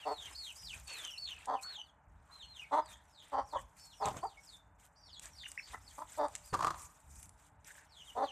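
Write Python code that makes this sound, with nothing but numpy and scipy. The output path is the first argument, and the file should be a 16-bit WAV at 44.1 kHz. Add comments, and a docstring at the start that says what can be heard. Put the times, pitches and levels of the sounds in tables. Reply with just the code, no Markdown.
"""Hen and chicks in a garden yard

A hen clucks low and rough beside a brick wall: uneven pulses ring her throat and beak.
Her chicks peep in gliding, falling whistles, blurred by foliage, and flick out short chips.
Close by, a green stalk is handled and cut: grainy noise rustles, short bursts tick, and once it crunches
through as snaps ring the stalk. A cat brushes past the microphone, heard in the firmer strokes.
Soft bumps, a low rumble that swells with microphone movement and a faint outdoor hush complete the scene."""
import sys
import numpy as np
from scipy import signal
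from scipy.fft import rfft, irfft, next_fast_len
from scipy.io import wavfile
from scipy.ndimage import uniform_filter1d

SR = 44100
rng = np.random.default_rng(int(sys.argv[2]) if len(sys.argv) > 2 else 0)


def inscribe(sig):
    """Save sig as 16-bit PCM at rate SR to the path in sys.argv[1].

    A 1-D sig is mono; a 2-D sig holds one channel per row.
    Samples are clipped to [-1, 1] before scaling.
    """
    pcm = np.round(np.clip(np.atleast_2d(sig).T, -1, 1) * 32767)
    wavfile.write(sys.argv[1], SR, pcm.astype(np.int16))


N = 366471
TIME = np.arange(N) / SR   # seconds


def from_db(db):
    """Turn decibels into a gain."""
    return 10 ** (np.asarray(db) / 20)


def rms_one(x):
    """Scale a sound so that its average strength (rms) is 1."""
    return x / np.sqrt(np.mean(x ** 2) + 1e-20)


def in_time(rows):
    """Draw straight lines between the rows of a table and read each column at every sample."""
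    times, *columns = np.transpose(rows)
    return [np.interp(TIME, times, column) for column in columns]


def drift(rate_hz, size=N):
    """A random wandering around 0 with a spread of about 1; new targets come at rate_hz."""
    at = np.arange(size) * rate_hz / SR
    count = int(at[-1]) + 2
    return 1.2 * np.interp(at, np.arange(count), rng.standard_normal(count))


def colour(x, spectrum):
    """Filter a noise-like sound to follow a spectrum (pitch_hz, level_db), then set its rms to 1."""
    points_hz, points_db = np.transpose(spectrum)
    size = next_fast_len(N)
    log_hz = np.log(np.arange(size // 2 + 1) * SR / size + 1)
    below = np.maximum(np.log(points_hz[0]) - log_hz, 0)
    above = np.maximum(log_hz - np.log(points_hz[-1]), 0)
    # beyond the first and last points the level falls about 28 dB per octave
    gain_db = np.interp(log_hz, np.log(points_hz), points_db) - 40 * (below + above)
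    return rms_one(irfft(rfft(x, size) * from_db(gain_db), size)[..., :N])


def noise(spectrum):
    """Steady noise with the given spectrum and an rms of 1."""
    return colour(rng.standard_normal(N), spectrum)


def resonate(x, hz, width_hz):
    """Ring a resonance that passes its own centre pitch unchanged."""
    r = np.exp(-np.pi * width_hz / SR)
    top = np.array([1, 0, -1]) * (1 - r * r) / 2
    bottom = [1, -2 * r * np.cos(2 * np.pi * hz / SR), r * r]
    return signal.lfilter(top, bottom, x + 1e-18)


def burst(start_s, t60_s):
    """An envelope that jumps to 1 and dies away by 60 dB in t60_s."""
    out, start = np.zeros(N), int(start_s * SR)
    age = TIME[:min(int(2 * t60_s * SR), N - start)]
    out[start:start + len(age)] = from_db(-60 * age / t60_s)
    return out


def swells(rows, attack_s, release_s):
    """Joint envelope of movements (start_s, length_s, level_db) that each rise, hold and die away."""
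    power = np.zeros(N)
    for start, length, db in rows:
        at = np.arange(max(int(start * SR), 0), min(int((start + length + .5) * SR), N))
        age = TIME[at] - start
        rise = np.minimum(age / attack_s, 1)
        fade = np.exp(-np.maximum(age - length, 0) / release_s)
        power[at] += (from_db(db) * rise * fade) ** 2
    return np.sqrt(power)


def call_span(start, length, edge_s):
    """Sample numbers of a call, its progress from 0 to 1, and its soft-edged gate."""
    first, last = start - edge_s / 2, start + length + edge_s / 2
    at = np.arange(max(int(first * SR), 0), min(int(last * SR), N))
    to_edge_s = np.minimum(TIME[at] - first, last - TIME[at])
    gate = np.sin(np.pi / 2 * np.clip(to_edge_s / edge_s, 0, 1)) ** 2
    return at, np.clip((TIME[at] - start) / length, 0, 1), gate


# echoes from ground and wall, before each source's own echo setting: delay_s, level_db
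ECHOES = [(.0068, -16), (0.0112, -16), (0.024, -22.5), (0.033, -19)]


def yard(x, echo_db, tail_db, t60_s):
    """Add echoes from ground and wall and a short, fading scatter from the foliage."""
    age = TIME[:SR // 2]
    response = rng.standard_normal(len(age)) * from_db(-60 * age / t60_s) * np.minimum(age / 0.012, 1)
    response *= from_db(tail_db) / np.linalg.norm(response)
    for delay, db in ECHOES:
        response[int(delay * SR)] += from_db(db + echo_db)
    return x + signal.fftconvolve(x, response)[:N]


# low rumbles as the microphone is moved: start_s, length_s, level_db
MICROPHONE_MOVES = [(.15, 0.24, -69), (.6, 0.24, -59), (1.2, 0.19, -66.5), (2.06, 0.14, -60.5),
                    (2.42, 0.14, -65.5), (2.85, 0.13, -62.5), (3.32, .12, -60), (3.54, 0.1, -57),
                    (4.0, 0.27, -63), (4.62, 0.16, -67), (5.04, 0.38, -65), (5.68, 0.2, -59.5),
                    (6.0, 0.46, -65.5), (6.5, 0.36, -62.5), (7.02, 0.31, -59.5), (7.5, 0.093, -63.5),
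                    (8.1, 0.07, -63)]
# tone colour of the rumble: pitch_hz, relative level_db
RUMBLE_COLOUR = [(25, -43.5), (45, -2.5), (66, 0), (85, -3), (125, -13), (200, -19.5), (330, -30.5)]
# tone colour of the distant hush: pitch_hz, relative level_db
HUSH_COLOUR = [(88, -19), (150, 3.5), (248, -11), (295, -1.5), (375, -23), (446, -4), (519, -17), (588, -1),
               (667, -5), (889, 2), (1110, -5), (1540, -6), (3000, -27.5), (3900, -91), (6600, -120)]


def outdoors(floor_db=-71, hush_db=-69.5):
    """Low noise swells whenever the microphone moves, over a steady distant hush."""
    moves = swells(MICROPHONE_MOVES, attack_s=0.023, release_s=0.041)
    rumble = np.hypot(from_db(floor_db), moves)
    return rumble * noise(RUMBLE_COLOUR) + from_db(hush_db) * noise(HUSH_COLOUR)


# soft bumps on the microphone: start_s, level_db before smoothing, length_s (time to fall 30 dB)
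MICROPHONE_BUMPS = [(4.054, -38, 0.073), (4.069, -47, 0.082), (4.112, -47, 0.036), (4.142, -44, 0.039),
                    (4.164, -46.5, 0.11), (6.528, -36.5, 0.13), (6.645, -49, 0.092)]
# tone colour of the bumps: pitch_hz, relative level_db
BUMP_SPECTRUM = [(40, -7), (110, 2), (280, -7.5), (800, -5), (1600, -15.5), (4000, -35), (9000, -38)]


def bumps():
    """Dull knocks carried through the microphone's body: dark noise under a soft-edged, fading envelope."""
    pressure = sum(from_db(db) * burst(start, 2 * length) for start, db, length in MICROPHONE_BUMPS)
    return noise(BUMP_SPECTRUM) * uniform_filter1d(pressure, size=260)   # smoothed over about 6 ms


def fibres(patchy_db=3.5, snaps_per_s=8.3, snap_size=8.1):
    """Friction noise in which each band flares on its own and tiny snaps ring at scattered pitches."""
    out, edges_hz = 0, np.geomspace(250, 15000, 23)
    for low, high in zip(edges_hz, edges_hz[1:]):
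        snaps = np.zeros(N)
        at = rng.integers(0, N, int(snaps_per_s * N / SR))   # snaps_per_s counts each band
        snaps[at] = snap_size * rng.laplace(size=len(at))
        slips = rng.standard_normal(N) * from_db(patchy_db * drift(90)) + snaps
        band = signal.butter(2, [low, high], "band", fs=SR, output="sos")
        out = out + signal.sosfilt(band, slips)
    return out


# light, steady rubbing of stalk and leaves: time_s, hiss level_db, rasp level_db
LIGHT_RUBBING = [(0, -69, -61), (.25, -61.5, -70), (1.15, -64, -72), (1.5, -76.5, -78), (1.75, -70, -71),
                 (1.98, -95, -100), (2.4, -77, -73), (3.68, -80.5, -84), (4.1, -63.5, -78),
                 (4.52, -78, -76), (4.7, -92, -102), (5.3, -70.5, -72.5), (6.88, -66.5, -76.5),
                 (7.58, -91, -90), (7.77, -64, -69), (7.89, -81.5, -78), (8.08, -64, -72), (8.31, -72, -64)]
# firmer strokes of hand, blade and fur: start_s, length_s, hiss level_db, rasp level_db
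FIRM_STROKES = [(0.183, 0.15, -65.5, -59), (0.413, .06, -61, -86), (0.54, 0.028, -58.5, -85),
                (0.714, 0.086, -60.5, -60), (0.867, 0.2, -57.5, -54), (1.265, 0.076, -66.5, -60),
                (1.348, 0.11, -71, -62), (1.607, 0.027, -52, -67), (1.66, 0.088, -79, -64),
                (2.302, 0.087, -72, -71), (2.54, 0.091, -67.5, -71), (2.709, 0.075, -65.5, -59.5),
                (2.875, 0.057, -61.5, -64), (3.206, .13, -71, -66), (3.443, 0.18, -69.5, -81),
                (3.754, 0.12, -64, -75), (4.015, .09, -60, -54), (4.144, 0.044, -59, -59),
                (4.42, 0.15, -68, -83), (4.779, 0.078, -68.5, -73.5), (5.204, 0.071, -58, -59.5),
                (5.457, .07, -61.5, -74), (5.655, 0.086, -61, -60), (5.859, 0.17, -64, -76),
                (6.071, 0.11, -60, -63), (6.303, 0.046, -62, -63), (6.445, 0.029, -54.5, -75),
                (6.526, 0.13, -66, -75), (6.746, 0.11, -56, -68), (7.083, .17, -61.5, -79),
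                (7.365, 0.11, -72.5, -78), (7.64, 0.073, -59.5, -63.5)]
# tone colours of the hiss, the lower rasp and the bright crackles: pitch_hz, relative level_db
HISS_COLOUR = [(1470, -15.5), (2500, -4), (3140, -59), (4280, -31), (4710, -7), (6800, 6.5), (8230, 8),
               (10800, -5), (11200, -2.5), (14500, -7)]
RASP_COLOUR = [(300, -7.5), (900, -1), (1500, 1), (2700, 0), (3800, -0.5), (6000, -23)]
CRACKLE_COLOUR = [(2000, -10.5), (5000, -6.5), (8000, 3.5), (14000, -8.5)]


def rubbing(grain_db=0.5, stutter_db=1.3, spread=0.42, crackle_db=-10.0):
    """Fibres catch and slip: grainy hiss, a little different at each ear, with crackles, over a lower rasp."""
    light_hiss_db, light_rasp_db = in_time(LIGHT_RUBBING)
    attack_s, release_s = 0.029, 0.018
    hiss_rows = [(start, length, db) for start, length, db, _ in FIRM_STROKES]
    rasp_rows = [(start, length, db) for start, length, _, db in FIRM_STROKES]
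    hiss_level = np.hypot(from_db(light_hiss_db), swells(hiss_rows, attack_s, release_s))
    rasp_level = np.hypot(from_db(light_rasp_db), swells(rasp_rows, attack_s, release_s))

    grains = from_db(grain_db * drift(1500) + stutter_db * drift(70))
    friction = fibres() * grains
    catches = (rng.random(N) < 22 / SR) * rng.uniform(.3, 1, N) ** 2   # about 22 a second
    catch_level = signal.lfilter([1], [1, -.99], catches + 1e-18)   # each dies away in a few ms
    crackle = colour(rng.standard_normal(N) * catch_level, CRACKLE_COLOUR)
    side_colour = [(4000, -34.5), (6500, 8.5), (8500, 13.5), (14000, -3.0)]   # pitch_hz, level_db
    side = colour(rng.standard_normal(N) * grains, side_colour)

    hiss = colour(friction, HISS_COLOUR) + from_db(crackle_db) * crackle
    hiss = hiss + spread * side * [[1], [-1]]   # opposite signs left and right
    return hiss_level * hiss + rasp_level * colour(friction, RASP_COLOUR)


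# short scuffs of leaves and skin, and at 1.79 s a soft low tone that joins a chick's chip: middle_s, level_db,
# length_s (half of the whole swell), pitch_hz
LEAF_SCUFFS = [(0.76, -65, 0.04, 1570), (0.932, -50, 0.079, 2590), (1.028, -67, 0.069, 1560),
               (1.351, -56.5, 0.12, 2610), (1.661, -55.5, 0.057, 1300), (1.712, -60, 0.074, 1600),
               (1.79, -64, .03, 785), (2.324, -63.5, 0.09, 1144), (2.928, -68, 0.16, 1760),
               (3.59, -55.5, .03, 1740), (4.147, -50, 0.0084, 805), (7.704, -57, 0.029, 1710),
               (7.794, -62, 0.08, 1670)]


def scuffs(width_hz=440.0, grain_db=4.0):
    """Grainy slips that swell and fade in one resonance."""
    out = np.zeros(N)
    for middle, db, length, hz in LEAF_SCUFFS:
        at = np.flatnonzero(np.abs(TIME - middle) < length)
        slips = rng.standard_normal(len(at)) * from_db(grain_db * drift(307, len(at)))
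        ringing = resonate(resonate(slips, hz, width_hz), hz, width_hz)
        out[at] += from_db(db) * np.hanning(len(at)) * rms_one(ringing)
    return out


# dry ticks of the stalk: start_s, level_db of the bright band, pitch_hz of its centre
STALK_TICKS = [(.879, -47, 8300), (1.05, -42.5, 6380), (1.457, -46, 9000), (1.6267, -50.5, 9500),
               (2.8593, -52, 8100), (4.0572, -33.5, 7650), (4.085, -40.5, 7500), (4.1695, -49, 6550),
               (5.1953, -42, 8400), (5.257, -46, 7330), (5.517, -40.5, 8300), (6.2833, -49, 8720),
               (6.3522, -32, 7800), (6.3599, -39, 6740), (7.229, -47.5, 10640), (7.233, -61, 9200),
               (7.293, -51.5, 9400), (7.646, -52.5, 5370), (7.6718, -57, 6800)]
# tone colour shared by the ticks and the cracks of the cut: pitch_hz, relative level_db
CRACK_COLOUR = [(800, -7.5), (2000, 2), (4000, -2.5), (7500, 1.5), (10000, -8.5), (14000, -18)]


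def ticks(t60_s=0.015, width_hz=870.0, body_db=-5.5):
    """Brief cracks: noise that dies away at once, each brightest in a band of its own."""
    out, body = np.zeros(N), noise(CRACK_COLOUR)
    for start, db, hz in STALK_TICKS:
        bright = rms_one(resonate(body, min(hz, 13000), width_hz))
        out += from_db(db) * burst(start, t60_s) * (bright + from_db(body_db) * body)
    return out


# fibres snapping under the blade: start_s, strength level_db (before crack, tear and ringing gains)
FIBRE_SNAPS = [(6.533, -33), (6.538, -25), (6.542, -24), (6.548, -29), (6.568, -46), (6.591, -40),
               (6.591, -30), (6.607, -23.5), (6.623, -28.5), (6.627, -25), (6.637, -30.5), (6.6462, -21.5),
               (6.649, -46), (6.664, -31), (6.669, -21.5), (6.68, -29.5), (6.705, -29), (6.706, -31.5),
               (6.744, -38)]
# ringing tones of the hollow stalk: pitch_hz, gain level_db, t60_s (time to fall 60 dB)
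STALK_TONES = [(151, -26, 0.1), (333, -26.5, 0.062), (593, -10.5, 0.011), (985, 1.5, 0.0076),
               (1170, 1.5, 0.018), (1292, -3.5, 0.012), (1680, -10.5, 0.0059), (3230, -25, 0.0073),
               (4440, -13, 0.0019)]


def cut(crack_db=-20.0, crack_t60_s=0.036, tear_db=-16.5, tear_t60_s=0.057):
    """Each snap cracks and rings the hollow stalk; smaller fibres tear after it."""
    at = [int(start * SR) for start, _ in FIBRE_SNAPS]
    sizes = from_db([db for _, db in FIBRE_SNAPS])
    tear_level = sum(from_db(db) * burst(start, tear_t60_s) for start, db in FIBRE_SNAPS)
    tearing = from_db(tear_db) * rng.standard_normal(N) * tear_level
    crack_level = sum(from_db(db) * burst(start, crack_t60_s) for start, db in FIBRE_SNAPS)
    out = from_db(crack_db) * noise(CRACK_COLOUR) * crack_level
    for k, (hz, db, t60_s) in enumerate(STALK_TONES):
        clicks = tearing / 2
        clicks[at] += sizes * from_db(rng.normal(0, 2.5, len(at)))   # every tone is struck a little differently
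        r, w = from_db(-60 / (t60_s * SR)), 2 * np.pi * hz / SR
        ringing = signal.lfilter([0, np.sin(w)], [1, -2 * r * np.cos(w), r * r], clicks + 1e-18)
        out += (-1) ** k * from_db(db) * ringing
    return out


def whistles(calls, waver, flutter_db, octave_db, rasp=0.43, beak_hz=6500.0, beak_width_hz=2100):
    """Gliding tones, purest on top, raspy as they fall or strain high; the beak passes the octave in one band."""
    tone, octave = np.zeros((2, N))
    for at, hz, envelope in calls:
        strain = (hz - 4700) / 800   # starts above 4700 Hz, full 800 Hz higher
        slack = np.clip(np.maximum(3.5 * (1 - hz / hz.max()), strain), .15, 1)
        phase = 2 * np.pi * np.cumsum(hz * (1 + waver * slack * drift(253.7, len(at)))) / SR
        flutter = from_db(flutter_db * slack * drift(93, len(at)))
        level = envelope * flutter * (1 + rasp * slack * drift(600, len(at)))
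        tone[at] += level * np.sin(phase)
        octave[at] += level * np.sqrt(slack) * np.sin(2 * phase)
    octave = resonate(resonate(octave, beak_hz, beak_width_hz), beak_hz, beak_width_hz)
    return tone + from_db(octave_db) * octave


# the chicks wander off behind the foliage and come back: time_s, direct level_db, scattered level_db
BEHIND_LEAVES = [(0, 0, -10), (1.9, 0, -10), (2.45, -1, -5), (2.9, -5, -1), (4.6, -5, -1), (5.2, -3, -2),
                 (6.0, -5, -1), (7.8, -2, -5), (8.3, -1, -6)]


def foliage(x, t60_s=0.12, shade_hz=5100.0, shade_width_hz=770.0):
    """Leaves and wall pass a call on along many short paths, blurring its glide; one band comes only that way."""
    direct_db, scatter_db = in_time(BEHIND_LEAVES)
    age = TIME[:SR // 3]
    fading = from_db(-60 * age / t60_s) + .1 * from_db(-60 * age / .45)   # a quick fade and a faint slower one
    paths = rng.standard_normal(len(age)) * fading
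    scattered = signal.fftconvolve(x * from_db(scatter_db), paths / np.linalg.norm(paths))[:N]
    direct = x - resonate(x, shade_hz, shade_width_hz)   # the leaves shade this high band
    return direct * from_db(direct_db) + scattered


# short low chips of the chicks: start_s, length_s, foot pitch_hz, crest pitch_hz, level_db
CHICK_CHIPS = [(1.775, 0.036, 810, 863, -58.5), (4.372, 0.028, 2140, 2200, -55),
               (5.435, 0.034, 1720, 2966, -50.5), (5.576, 0.0256, 1780, 2700, -44.5),
               (5.735, 0.026, 1754, 2020, -48.5)]


def chip(start, length, foot_hz, crest_hz, db):
    """A chip is one quick arch of pitch: (samples, pitch, envelope)."""
    at, progress, gate = call_span(start, length, edge_s=0.00598)
    hz = foot_hz + (crest_hz - foot_hz) * np.sin(np.pi * progress)
    return at, hz, gate * from_db(db)


# falling peeps of the chicks: start_s, length_s, top pitch_hz, last pitch_hz,
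# steepest fall (share of the length), level_db on top, level_db at the bottom
CHICK_PEEPS = [(0, 0.052, 3300, 2650, 0.49, -57, -51), (0.057, 0.23, 4500, 2950, 0.52, -52, -50.5),
               (0.324, 0.2, 5116, 2906, 0.49, -50, -53.5), (0.35, 0.17, 4530, 2550, 0.71, -45, -50),
               (0.562, .18, 5290, 2420, 0.68, -48, -46), (0.573, 0.14, 5800, 3980, 1, -58, -56),
               (0.871, 0.23, 4480, 2840, 0.47, -48.5, -49), (1.032, 0.15, 3530, 2687, 0.52, -57, -49.5),
               (1.105, 0.2, 5580, 2720, 0.72, -59, -51.5), (1.178, .16, 4563, 2820, 0.65, -41, -43.5),
               (1.493, .11, 3890, 2400, 0.55, -75, -52), (1.63, .19, 4467, 2917, 0.61, -45, -47.5),
               (1.83, 0.074, 4670, 3090, 0.52, -71.5, -70), (2.313, 0.14, 4190, 2964, 0.73, -59, -49.5),
               (2.421, .235, 4360, 2213, 0.63, -59.5, -51.5), (2.817, 0.13, 4960, 3264, 0.38, -67, -56.5),
               (3.07, 0.17, 5750, 2990, 0.43, -76, -57.5), (3.406, 0.18, 5730, 2967, 0.55, -77, -54.5),
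               (3.783, 0.16, 4640, 2920, 0.91, -65.5, -59.5), (3.792, 0.1, 5490, 4700, 0.79, -55, -77),
               (3.925, .16, 5770, 3360, 0.6, -66.5, -52), (4.215, 0.14, 4860, 2820, 0.55, -58.5, -66.5),
               (4.377, 0.17, 5720, 3394, 0.64, -73.5, -50), (4.957, 0.15, 4950, 3040, .88, -69, -57.5),
               (4.958, 0.22, 5690, 3285, 0.81, -71, -54), (5.313, .15, 5720, 2864, 0.46, -68.5, -49),
               (5.35, 0.12, 4910, 3470, 0.66, -61, -70), (5.57, 0.13, 5500, 3500, 0.92, -60, -65),
               (5.625, 0.063, 4770, 2960, 0.65, -54, -70), (5.806, 0.11, 5550, 3140, .62, -68, -59),
               (6.435, 0.074, 5080, 4400, 0.66, -63, -65), (7.869, 0.16, 5730, 2880, 0.28, -79, -53),
               (8.054, 0.057, 3770, 2930, 0.37, -64, -52), (8.232, 0.096, 4730, 2800, 0.21, -55, -52.5)]


def peep(start, length, top_hz, last_hz, knee, top_db, bottom_db):
    """A peep breaks quickly downward and sags on, some with a scoop up first: (samples, pitch, envelope)."""
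    scoop, scoop_s, scooped_from = .12, 0.00476, .52   # starts this share flat; only if the knee comes later
    sag_lead, sag_length, break_width = .17, .6, 0.09   # shares of the length
    break_size, top_droop = 0.23, .25   # quick break and steady sinking, relative to the slow sag
    at, progress, gate = call_span(start, length, edge_s=.012)
    sag = 1 - np.exp(-np.maximum(progress - knee + sag_lead, 0) / sag_length)
    slide = uniform_filter1d(sag, size=700, mode="nearest")   # rounded over about 16 ms
    slide = slide + break_size * np.tanh((progress - knee) / break_width) / 2 + top_droop * progress
    fallen = (slide - slide[0]) / (slide[-1] - slide[0])   # 0 on top, 1 at the bottom
    flat = scoop * (knee > scooped_from) * np.exp(-progress * length / scoop_s)
    hz = (top_hz + (last_hz - top_hz) * fallen) * (1 - flat)
    return at, hz, gate * from_db(top_db + (bottom_db - top_db) * np.sqrt(np.abs(fallen)))


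# the hen's clucks: start_s, length_s, first pitch_hz, last pitch_hz, first level_db, last level_db
# (levels before the onset, catch and fade), base roughness (0 to 1), beak resonance pitch_hz
HEN_CLUCKS = [(0.053, .08, 147.2, 147, -33, -37.5, 0.4, 700),
              (1.471, 0.09, 248.8, 256.2, -33, -34, 0.77, 816),
              (2.712, 0.087, 292.8, 302.3, -30.5, -27.5, 0.49, 880),
              (3.32, 0.086, 288.7, 266, -34.5, -30.5, 0.65, 853),
              (3.524, 0.037, 300.4, 327.5, -41.5, -37, 0.45, 860),
              (3.555, 0.016, 535, 490, -37, -28, 0.35, 860),
              (4.002, 0.092, 207.1, 205.5, -33.5, -34.5, 0.58, 820),
              (4.228, 0.032, 340, 483, -34, -35, 0.2, 844), (5.729, .02, 317, 292.1, -55.5, -41, 1, 1360),
              (5.979, 0.014, 283, 295, -48.5, -41.5, 0.16, 985),
              (5.999, 0.027, 292.4, 309, -50.5, -38.5, 0.39, 1030),
              (6.175, 0.085, 303.1, 288, -32.5, -32, 0.48, 680),
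              (8.152, 0.095, 224.8, 279.1, -37, -30.5, 0.46, 620)]
# resonances of her throat, each passed twice: pitch_hz (before neck changes), width_hz of one pass, level_db
HEN_THROAT = [(315, 247, -8), (424.5, 38, -1.5), (607.4, 120, -0.5), (804, 123, 2), (928, 225, 2),
              (1231, 96, -1.5), (1770, 440, -10.5), (3420, 220, -12), (4480, 490, -17.5), (6150, 230, -22),
              (7630, 1700, -35.5)]


def hen(neck=0.05, doubling=0.68, soft_hz=1176.0, beak_width_hz=340.0, bypass=0.18,
        null_hz=2400.0, null_width_hz=1820.0):
    """Syrinx pulses ring throat and beak; in rough parts they come unevenly, strong and weak in turn."""
    jitter, shimmer_db, breath = .13, 6.0, .045   # uneven timing, uneven strength, breath noise
    onset_share, onset_db = 0.24, 14.5   # the swell at the start
    release_at, release_share, release_db = 0.93, 0.17, 12.5   # the fade: loses release_db per release_share
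    # past its middle a cluck catches briefly, weaker and rougher; it clears towards the end
    catch_at, catch_width, catch_db, catch_rough, clearing = .58, .12, 3, .25, 0.33
    out = np.zeros(N)
    for start, length, first_hz, last_hz, first_db, last_db, roughness, beak_hz in HEN_CLUCKS:
        at, _, gate = call_span(start, length * (1 + release_share), edge_s=.007)
        progress = np.maximum(TIME[at] - start, 0) / length
        gate = gate * from_db(-release_db * np.maximum(progress - release_at, 0) / release_share)
        catch = np.exp(-((progress - catch_at) / catch_width) ** 2)
        hz = first_hz + (last_hz - first_hz) * progress
        db = first_db + (last_db - first_db) * progress
        db = db - onset_db * np.maximum(1 - progress / onset_share, 0) - catch_db * catch
        rough = np.clip(roughness * (1 - clearing * progress) + catch_rough * catch, 0, 1)

        cycles = np.cumsum(hz * (1 + jitter * rough * drift(300, len(at)))) / SR
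        pulses = np.diff(np.floor(cycles), prepend=-1)   # one click as each cycle begins
        pulses = pulses * from_db(shimmer_db * rough * rng.standard_normal(len(at)))
        pulses *= 1 - doubling * rough * (np.floor(cycles) % 2)   # every second pulse is weaker
        source = pulses + breath * rough * rng.standard_normal(len(at)) * (1 - cycles % 1)

        voice = 0
        stretch = 1 + neck * rng.standard_normal(len(HEN_THROAT))
        for (throat_hz, width_hz, throat_db), factor in zip(HEN_THROAT, stretch):
            if throat_hz > 1500:   # the upper resonances move with each pose of the neck
                throat_hz = throat_hz * factor
            ringing = resonate(resonate(source, throat_hz, width_hz), throat_hz, width_hz)
            voice = voice + from_db(throat_db) * ringing
        voice = resonate(voice, beak_hz, beak_width_hz) + bypass * voice
        voice = voice - resonate(voice, null_hz, null_width_hz)   # a side cavity swallows one band

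        # high and weak notes come from smoother pulses
        softness = np.clip((hz - 320) / 130, 0, .9) + (db.max() - db) / 22
        soft = signal.sosfilt(signal.butter(2, soft_hz, fs=SR, output="sos"), voice)
        voice += np.minimum(softness, .92) * (soft - voice)
        voice /= np.sqrt(uniform_filter1d(voice ** 2, size=600) + 1e-12)   # even out, so db sets the level
        out[at] += voice * gate * from_db(db)
    return out


def scene():
    """Birds a few steps away, the stalk right at the microphone."""
    clucks = yard(hen(), echo_db=3.0, tail_db=-18.0, t60_s=0.44)
    peep_calls = [peep(*row) for row in CHICK_PEEPS]
    peeps = whistles(peep_calls, waver=0.0361, flutter_db=3.5, octave_db=-11.0)
    chip_calls = [chip(*row) for row in CHICK_CHIPS]
    chips = whistles(chip_calls, waver=.11, flutter_db=3.0, octave_db=-28.0, rasp=.8)
    chicks = yard(foliage(peeps) + chips, echo_db=-3.0, tail_db=-17.5, t60_s=0.18)
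    stalk = yard(cut() + ticks(), echo_db=-12.0, tail_db=-13.0, t60_s=0.53)
    return clucks + chicks + stalk + scuffs() + bumps() + outdoors() + rubbing()


def record(dry):
    """A steep filter removes the treble above 14450 Hz."""
    return signal.sosfilt(signal.ellip(10, .2, 70, 14450, fs=SR, output="sos"), dry)


dry = scene()
out = record(dry)
inscribe(out)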